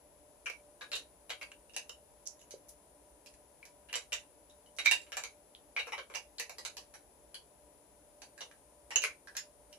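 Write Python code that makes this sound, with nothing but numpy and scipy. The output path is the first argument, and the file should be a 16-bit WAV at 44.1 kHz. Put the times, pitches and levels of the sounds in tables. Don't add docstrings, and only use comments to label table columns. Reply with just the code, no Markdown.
import sys
import numpy as np
from scipy import signal
from scipy.fft import rfft, irfft, next_fast_len
from scipy.io import wavfile
from scipy.ndimage import uniform_filter1d

SR = 44100
rng = np.random.default_rng(int(sys.argv[2]) if len(sys.argv) > 2 else 0)


def transcribe(u):
    v = np.clip(np.atleast_2d(u).T, -1, 1)
    q = np.round(v * 32767).astype(np.int16)
    wavfile.write(sys.argv[1], SR, q)


N = 431298


def from_db(db):
    return 10 ** (np.asarray(db) / 20)


def rms_one(x):
    return x / np.sqrt(np.mean(x ** 2) + 1e-20)


def ring(force, hz, t60):
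    radius = from_db(-60 / (t60 * SR))
    angle = 2 * np.pi * hz / SR
    return signal.lfilter([0, np.sin(angle)], [1, -2 * radius * np.cos(angle), radius ** 2], force)


def ring_time(width_hz):
    return np.log(1000) / np.pi / width_hz


def add(out, sound, s):
    start = round(s * SR)
    out[:, start:start + sound.shape[1]] += sound[:, :N - start]


def floor():
    # freq_hz, left_db_per_hz, right_db_per_hz, likeness (1 = same at both microphones)
    room_tone = [(26.38, -122, -122, 1), (56, -102, -102, 0.96), (110, -99, -99, 0.87),
                 (272, -101, -101, 1), (450, -93, -93.5, 0.42), (1050, -99, -99, 0.32),
                 (1023, -107, -104, .1), (2800, -113, -111, 0.029), (4260, -112, -117, 0.012),
                 (8260, -106, -114, 0.0078), (8630, -126, -133, .01), (9800, -104, -127, 0.0032),
                 (13700, -113, -122, .01), (14500, -129, -129, .01)]
    # freq_hz, width_hz, rms_db
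    hum_bands = [(292, 20, -76.5), (591.3, 4.7, -69), (969, 5.7, -81.5)]
    size = next_fast_len(N)
    hz, *columns = np.transpose(room_tone)
    log_hz = np.log(np.fft.rfftfreq(size, 1 / SR) + 1)
    left_db, right_db, alike = [np.interp(log_hz, np.log(hz), column) for column in columns]
    alike = np.clip(alike, 0, 1)
    mid, side = rfft(rng.standard_normal((2, size)))
    pair = np.sqrt((1 + alike) / 2) * mid + np.sqrt((1 - alike) / 2) * side * [[1], [-1]]
    out = irfft(pair * from_db([left_db, right_db]) * np.sqrt(SR / 2), size)[:, :N]
    for band_hz, width_hz, hum_db in hum_bands:
        band = ring(rng.standard_normal(N), band_hz, ring_time(width_hz))
        out += from_db(hum_db) * rms_one(band)
    return out


def rumble():
    centre_hz, width_hz = 60.4, 16
    level_db, swing_db, side_db = -73, 2.5, -7.5
    smoothing = [[1, 0, 0, 1, -np.exp(-2 * np.pi * 1.5 / SR), 0.0073]] * 2
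    flutter = rms_one(signal.sosfilt(smoothing, rng.standard_normal(N + SR))[SR:])
    t60 = ring_time(width_hz)
    upper = ring(rng.standard_normal((2, N)), centre_hz, t60)
    mid, side = rms_one(ring(upper, centre_hz * 0.87, t60 * 0.49))
    return from_db(level_db + swing_db * flutter) * (mid + from_db(side_db) * side * [[1], [-1]])


def whistle():
    # time_s, pitch_hz
    pitch_path = [(0, 10200), (0.498, 9880), (.84, 9700), (1.2, 9900), (1.502, 9600), (2.401, 10100),
                  (2.752, 9890), (2.92, 9630), (3.751, 9950), (4.199, 9570), (4.382, 9980), (4.952, 9600),
                  (5.548, 10040), (5.899, 10020), (7.15, 9930), (7.9, 9850), (8.699, 9680), (9.048, 9590),
                  (9.479, 9750), (9.78, 9600)]
    level_db, tremble_hz, tremble_corner_hz = -65.5, 102.2, 59
    s, hz = np.transpose(pitch_path)
    t = np.arange(N) / SR
    pole = np.exp(-2 * np.pi * tremble_corner_hz / SR)
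    tremble = rms_one(signal.lfilter([1], [1, -2 * pole, pole ** 2], rng.standard_normal(N)))
    pitch = np.interp(t, s, hz) + tremble_hz * tremble
    phase = 2 * np.pi * np.cumsum(pitch) / SR
    return np.sqrt(2) * from_db(level_db) * np.sin(phase)


def bricks():
    # start_s, peak_db (ahead of bass cut, room and ports), low_wall_hz, low_ring_db,
    # high_wall_hz, high_ring_db, treble_db, thud_db, sent_to_room_db
    contacts = [(0.4589, -35.5, 2430, -11, 5810, 1, -14.5, -14, 3),
                (0.4993, -34, 2290, -4, 6300, -11, -7.5, 4.5, -9),
                (0.8099, -40.5, 1630, -7, 3800, 12, -15.5, 2.5, -1),
                (0.8165, -39.5, 1660, -7, 3960, -12, -11, -2, -3),
                (0.9168, -32.5, 2620, -14, 4240, -3, -11.5, -9, -1),
                (0.9323, -29.5, 2630, -3, 3820, 3.5, -12.5, -5.5, -6),
                (0.9537, -31.5, 2630, -19, 3990, -5.5, -5.5, -6, -2),
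                (1.2944, -40.5, 2870, -9.5, 3880, -1, -10, -2, 1.5),
                (1.3039, -28.5, 2495, -2, 3800, -13, -9.5, -6.5, -6),
                (1.4132, -38, 2680, -12.5, 3350, 2, -17.5, -5, -1),
                (1.4284, -41, 2900, -19, 4750, -3, -4, 4, -12),
                (1.5174, -43, 2660, 4, 7400, -6, -17, -2, -13),
                (1.6955, -55, 2680, 2.5, 3750, -6, -6, -7, -7.5),
                (1.7364, -50, 2700, -16, 5500, 3, -8, -7, -1), (1.7639, -32, 2557, 12, 6220, -8, 3, 3, -6),
                (1.8941, -38, 2910, 1, 7590, -5, -1.5, 3, -9), (2.3925, -59, 2470, -1, 6800, -8, 4, -9, -3),
                (2.4149, -53.5, 2740, -1, 6830, -6, 2, -9, -10),
                (2.5082, -45.5, 2300, -18, 6350, -8, 1, -14, -2.5),
                (3.261, -47.5, 2640, -24, 5660, -6, 3, -14, -2),
                (3.3388, -57, 1790, 4, 6200, -7, 2, -13, -7),
                (3.6287, -45, 2290, 10, 4050, -6, -6, -10, -10.5),
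                (3.6534, -44, 2370, -20, 6350, -19, 1, -7, -7),
                (3.8871, -54.5, 2880, -15, 3980, -6, -23, -11, 4),
                (3.9285, -30, 2790, -13, 5860, -14, -12, -13.5, -8),
                (3.9399, -27.5, 2830, -9, 3890, -3, -11, -15, -7),
                (3.9554, -26, 3140, -14, 7200, -12, -3, -3, -5),
                (4.1214, -33.5, 2850, -5, 4100, -12, -10, -9, -3),
                (4.129, -27.5, 3180, -20, 7110, -3, -7.5, -11.5, -4),
                (4.4977, -58, 1490, -3, 3760, 1, 7, -7, -5.5),
                (4.6613, -57, 3080, -2, 7740, -6, -3, -7, -7),
                (4.786, -31, 2670, -5, 3800, 2, -10.5, -10.5, -3),
                (4.795, -40, 2310, 6, 3800, -6, -9, -7, -11), (4.8474, -41, 2260, 1, 3320, -1, -4, -10, 5),
                (4.8589, -16.5, 2330, 11, 3800, 6, 0.5, -21, -5),
                (4.9122, -18, 2700, 8.5, 3830, -6.5, 0.5, -2, -4),
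                (5.0164, -48.5, 2750, -20, 7430, 6, 3, -7, -6),
                (5.0664, -56, 2800, -14, 4010, -8, -17, -4, -4),
                (5.1203, -31.5, 2850, -11, 4160, -15, -9, -7.5, -2),
                (5.1692, -29, 2390, -8, 7630, 2, -5.5, -1.5, -3.5),
                (5.237, -31.5, 2300, -7, 6300, -1.5, -6, -4.5, -6.5),
                (5.7643, -28, 2250, 8.5, 4100, -13, -17.5, -10, -1.5),
                (5.7902, -34, 2675, -2, 4056, 7, -12.5, -2, 0),
                (5.8691, -37.5, 2200, -10, 3550, -11, -15, 5, -1),
                (5.9214, -31.5, 2190, -2.5, 3600, -10, -19, -2, 0.5),
                (5.9798, -35.5, 2320, -12, 4260, -19, -19, -2.5, -0.5),
                (6.0995, -42.5, 2330, -12, 7300, -6, -16, 6.5, -3.5),
                (6.1392, -40, 2200, 0, 4260, -6, -11, -1, -2),
                (6.1489, -34, 2800, -11, 6600, -16, -2, 2.5, 1.5),
                (6.3834, -37, 2080, -7, 4270, -1, -2.5, -15, -3.5),
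                (6.3974, -29.5, 1837, -4, 6340, -11, -3, -3, -4.5),
                (6.4951, -38, 2570, -15, 4190, -20, -2.5, 3.5, -5),
                (6.5834, -37, 1853, -4, 5030, -22, 4.5, 6.5, -3),
                (6.6503, -33.5, 2070, -18, 6550, -12.5, -0.5, -0.5, -1.5),
                (6.7685, -38, 3090, -5.5, 5200, -12, 1.5, 4.5, -3),
                (6.9396, -46, 2420, -15, 4030, -12, -8.5, -2.5, -1.5),
                (7.3437, -39.5, 3183, 6, 4370, 5, -5, -7.5, -4),
                (8.2192, -41, 2440, -17.5, 4900, -6, -7.5, 2.5, -5),
                (8.3779, -47.5, 1610, 4, 7180, -4, -3, -2, -5.5),
                (8.4073, -38, 2690, -7, 6100, -9, -10, -3.5, -1.5),
                (8.5131, -47, 1600, -6, 5700, -18.5, -8.5, -8, -8),
                (8.9064, -38.5, 1400, -1.5, 5100, -8, -13.5, -2.5, -6),
                (8.9126, -36, 1935, -21, 5600, -11, -12.5, -6, -1),
                (8.9585, -17, 2816, -2.5, 6360, 3.5, -7, -8, -7.5),
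                (9.0199, -32.5, 2910, -10, 6090, -6, -10.5, -13, -3),
                (9.0284, -39, 2700, 6, 6220, -6, -15, -7, -9),
                (9.0389, -20.5, 2484, -2, 6100, -6, -8.5, -7, -5.5),
                (9.2728, -44.5, 1750, 11, 5840, -15, -5, -16, -2.5),
                (9.3516, -43.5, 1630, -3, 5700, -4, -8, -4.5, -4.5),
                (9.3671, -30, 2800, -11.5, 5050, -11, 2.5, -10, -4.5),
                (9.7278, -47.5, 2900, -10, 5720, -6.5, -3.5, -12.5, -6.5)]
    # freq_hz, level_db, free_t60_s
    wall_modes = [(468, -7, 0.1), (764.4, 1.5, 0.02), (1032, -4, 0.041), (1661, -5, 0.034),
                  (1930, 2, 0.016), (2300, -0.5, 0.024), (2760, -0.5, 0.026), (2979, -0.5, 0.023),
                  (3313, -3, 0.015), (3800, -2, 0.029), (4350, 0.5, 0.0097), (4566, -2.5, 0.025),
                  (4650, -0.5, 0.017), (5460, -6, 0.028), (6220, -5, 0.016), (6700, -5.5, 0.025),
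                  (7430, -2.5, 0.015), (8550, -6, 0.015), (9700, 4, 0.0095), (10830, 14.5, 0.011),
                  (11506, 21, 0.0048), (13700, 8.5, 0.0066), (13800, -6, 0.012)]
    grip = 0.15
    wall_reach_oct, scatter_db, ear_scatter_db = 0.06, 2, 2.47
    rub_db, rub_t60_s, slips_per_s, attack_s = -3, 0.015, 6000, 0.0039
    crack_follows, crack_below_treble_db = 0.98, 12.5
    lean_db, bass_cut_hz = 1, 475
    out, size = np.zeros((4, N)), 6000
    hz, base_db, t60 = np.transpose(wall_modes)
    t = np.arange(size) / SR
    signs = (-1) ** np.arange(len(hz))[:, None]
    sines = np.sin(2 * np.pi * hz[:, None] * t) * signs
    free, held = [rfft(from_db(-60 * t / (share * t60[:, None])) * sines, 2 * size) for share in (1, grip)]
    luck = rng.random((len(contacts), 2, size))
    scatter = rng.standard_normal((len(contacts), 3, len(hz)))
    for row, (chance, sign), spread in zip(contacts, luck, scatter):
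        s, peak_db, low_hz, low_db, high_hz, high_db, treble_db, thud_db, sent_db = row
        slips = (chance < slips_per_s / SR) * (2 * sign - 1) * from_db(rub_db - 60 * t / rub_t60_s)
        slips[0] = 1
        slips *= 1 - 0.66 * np.exp(-t / attack_s)
        crack_db = crack_follows * treble_db - crack_below_treble_db
        part_db = np.select([hz < 1300, hz < 3300, hz < 9000], [thud_db, 0, treble_db], crack_db)
        gains = from_db(base_db + part_db + scatter_db * spread[0] + ear_scatter_db * spread[1:])
        struck = 0
        for wall_hz, ring_db in ((low_hz, low_db), (high_hz, high_db)):
            distance = np.log2(hz / wall_hz) / wall_reach_oct
            struck = struck + from_db(ring_db) * np.exp(-.5 * distance ** 2)
        force = rfft(slips, 2 * size)
        force /= uniform_filter1d(np.abs(force), size=50)
        sound = irfft((gains @ held + (gains * struck) @ free) * force)[:, :size]
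        sound /= np.abs(sound.mean(axis=0)).max()
        sound *= from_db(peak_db + np.array([[lean_db], [-lean_db]]) / 2)
        add(out, np.vstack([sound, sound * from_db(sent_db)]), s)
    bass_cut = signal.butter(4, bass_cut_hz, "high", fs=SR, output="sos")
    return signal.sosfilt(bass_cut, out + 1e-18)


def tails():
    # delay_s (3 % longer on the right), level_db (ahead of the dulling)
    reflections = [(.0085, -7.5), (0.0135, -18), (0.025, -13)]
    tail_db, t60_s, rise_s = 9, 0.18, 0.0039
    shared_below_hz, dull_hz = 366, 10000
    bright_above_hz, bright_extra_db_per_s = 7300, 108.5
    t = np.arange(SR // 3) / SR
    tail = rng.standard_normal((2, len(t))) * from_db(-60 * t / t60_s) * (1 - np.exp(-(t / rise_s) ** 2))
    tail[1] += signal.lfilter(*signal.butter(1, shared_below_hz, fs=SR), tail[0] - tail[1])
    tail = from_db(tail_db) * rms_one(tail) / np.sqrt(len(t))
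    dull = signal.lfilter(*signal.butter(1, bright_above_hz, fs=SR), tail)
    tail = dull + (tail - dull) * from_db(-bright_extra_db_per_s * t)
    for s, echo_db in reflections:
        tail[0, round(s * SR)] += from_db(echo_db)
        tail[1, round(s * SR * 1.03)] += from_db(echo_db)
    return signal.lfilter(*signal.butter(1, dull_hz, fs=SR), tail)


def room(direct, sent, count=5):
    spot_s = 0.23
    spot = (np.arange(N) / SR / spot_s).astype(int) % count
    out = direct
    for k in range(count):
        share = uniform_filter1d((spot == k) * 1., size=400)
        out = out + signal.oaconvolve(sent * share, tails(), axes=1)[:, :N]
    return out


def ticks():
    # start_s, peak_db (ahead of room and ports), centre_hz, ring_cycles (in one t60), sent_to_room_db
    stud_slips = [(2.257, -43, 7540, 2.2, -6), (2.262, -46.5, 5800, 8.3, 6.5),
                  (2.2742, -26.5, 7100, 4.7, -13.5), (2.6858, -40.5, 11500, 2.1, 6.5),
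                  (4.7662, -45, 7500, 2.47, -1), (5.55, -41.5, 3400, 7.1, -13)]
    out, click = np.zeros((4, N)), signal.unit_impulse(1000)
    for s, peak_db, hz, cycles, sent_db in stud_slips:
        t60 = cycles / hz
        sound = np.diff(ring(ring(click, hz, t60), hz, t60))
        sound /= np.abs(sound).max()
        levels_db = peak_db + np.array([0, 0, sent_db, sent_db])
        add(out, np.outer(from_db(levels_db), sound), s)
    return out


def knocks():
    # start_s, height_db (of each resonance, ahead of room and ports), upper_hz, t60_s
    floor_taps = [(2.539, -34.5, 544, 0.017)]
    sent_db = -13.5
    out = np.zeros(N)
    for s, height_db, hz, t60 in floor_taps:
        force = np.full(N, 1e-18)
        force[round(s * SR)] = from_db(height_db)
        out += ring(force, hz, t60) - ring(force, hz * 0.78, t60)
    return out * from_db([[0], [0], [sent_db], [sent_db]])


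def port(x, peaks):
    for hz, width_hz, peak_db in peaks:
        angle, gain = 2 * np.pi * hz / SR, from_db(peak_db / 2)
        k = np.sin(angle) * width_hz / hz / 2
        middle = -2 * np.cos(angle)
        x = signal.lfilter([1 + k * gain, middle, 1 - k * gain], [1 + k / gain, middle, 1 - k / gain], x)
    return x


def scene():
    # centre_hz, width_hz, gain_db
    left_peaks = [(2250, 470, 0), (5100, 4200, 4.5), (9560, 440, 0.5), (10200, 1700, 14.5)]
    right_peaks = [(2150, 900, 3.5), (6180, 4800, 12.5), (9560, 810, -8.5), (11500, 870, -22.5)]
    direct, sent = (bricks() + ticks() + knocks()).reshape(2, 2, N)
    left, right = room(direct, sent)
    left = np.roll(left, 3)
    ports = np.array([port(left, left_peaks) + whistle(), port(right, right_peaks)])
    return ports + floor() + rumble()


def record(dry):
    low_hz, top_hz = 41, 16450
    dry = signal.sosfilt(signal.butter(2, low_hz, "high", fs=SR, output="sos"), dry)
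    return signal.sosfilt(signal.cheby2(12, 70, top_hz, fs=SR, output="sos"), dry)


dry = scene()
out = record(dry)
transcribe(out)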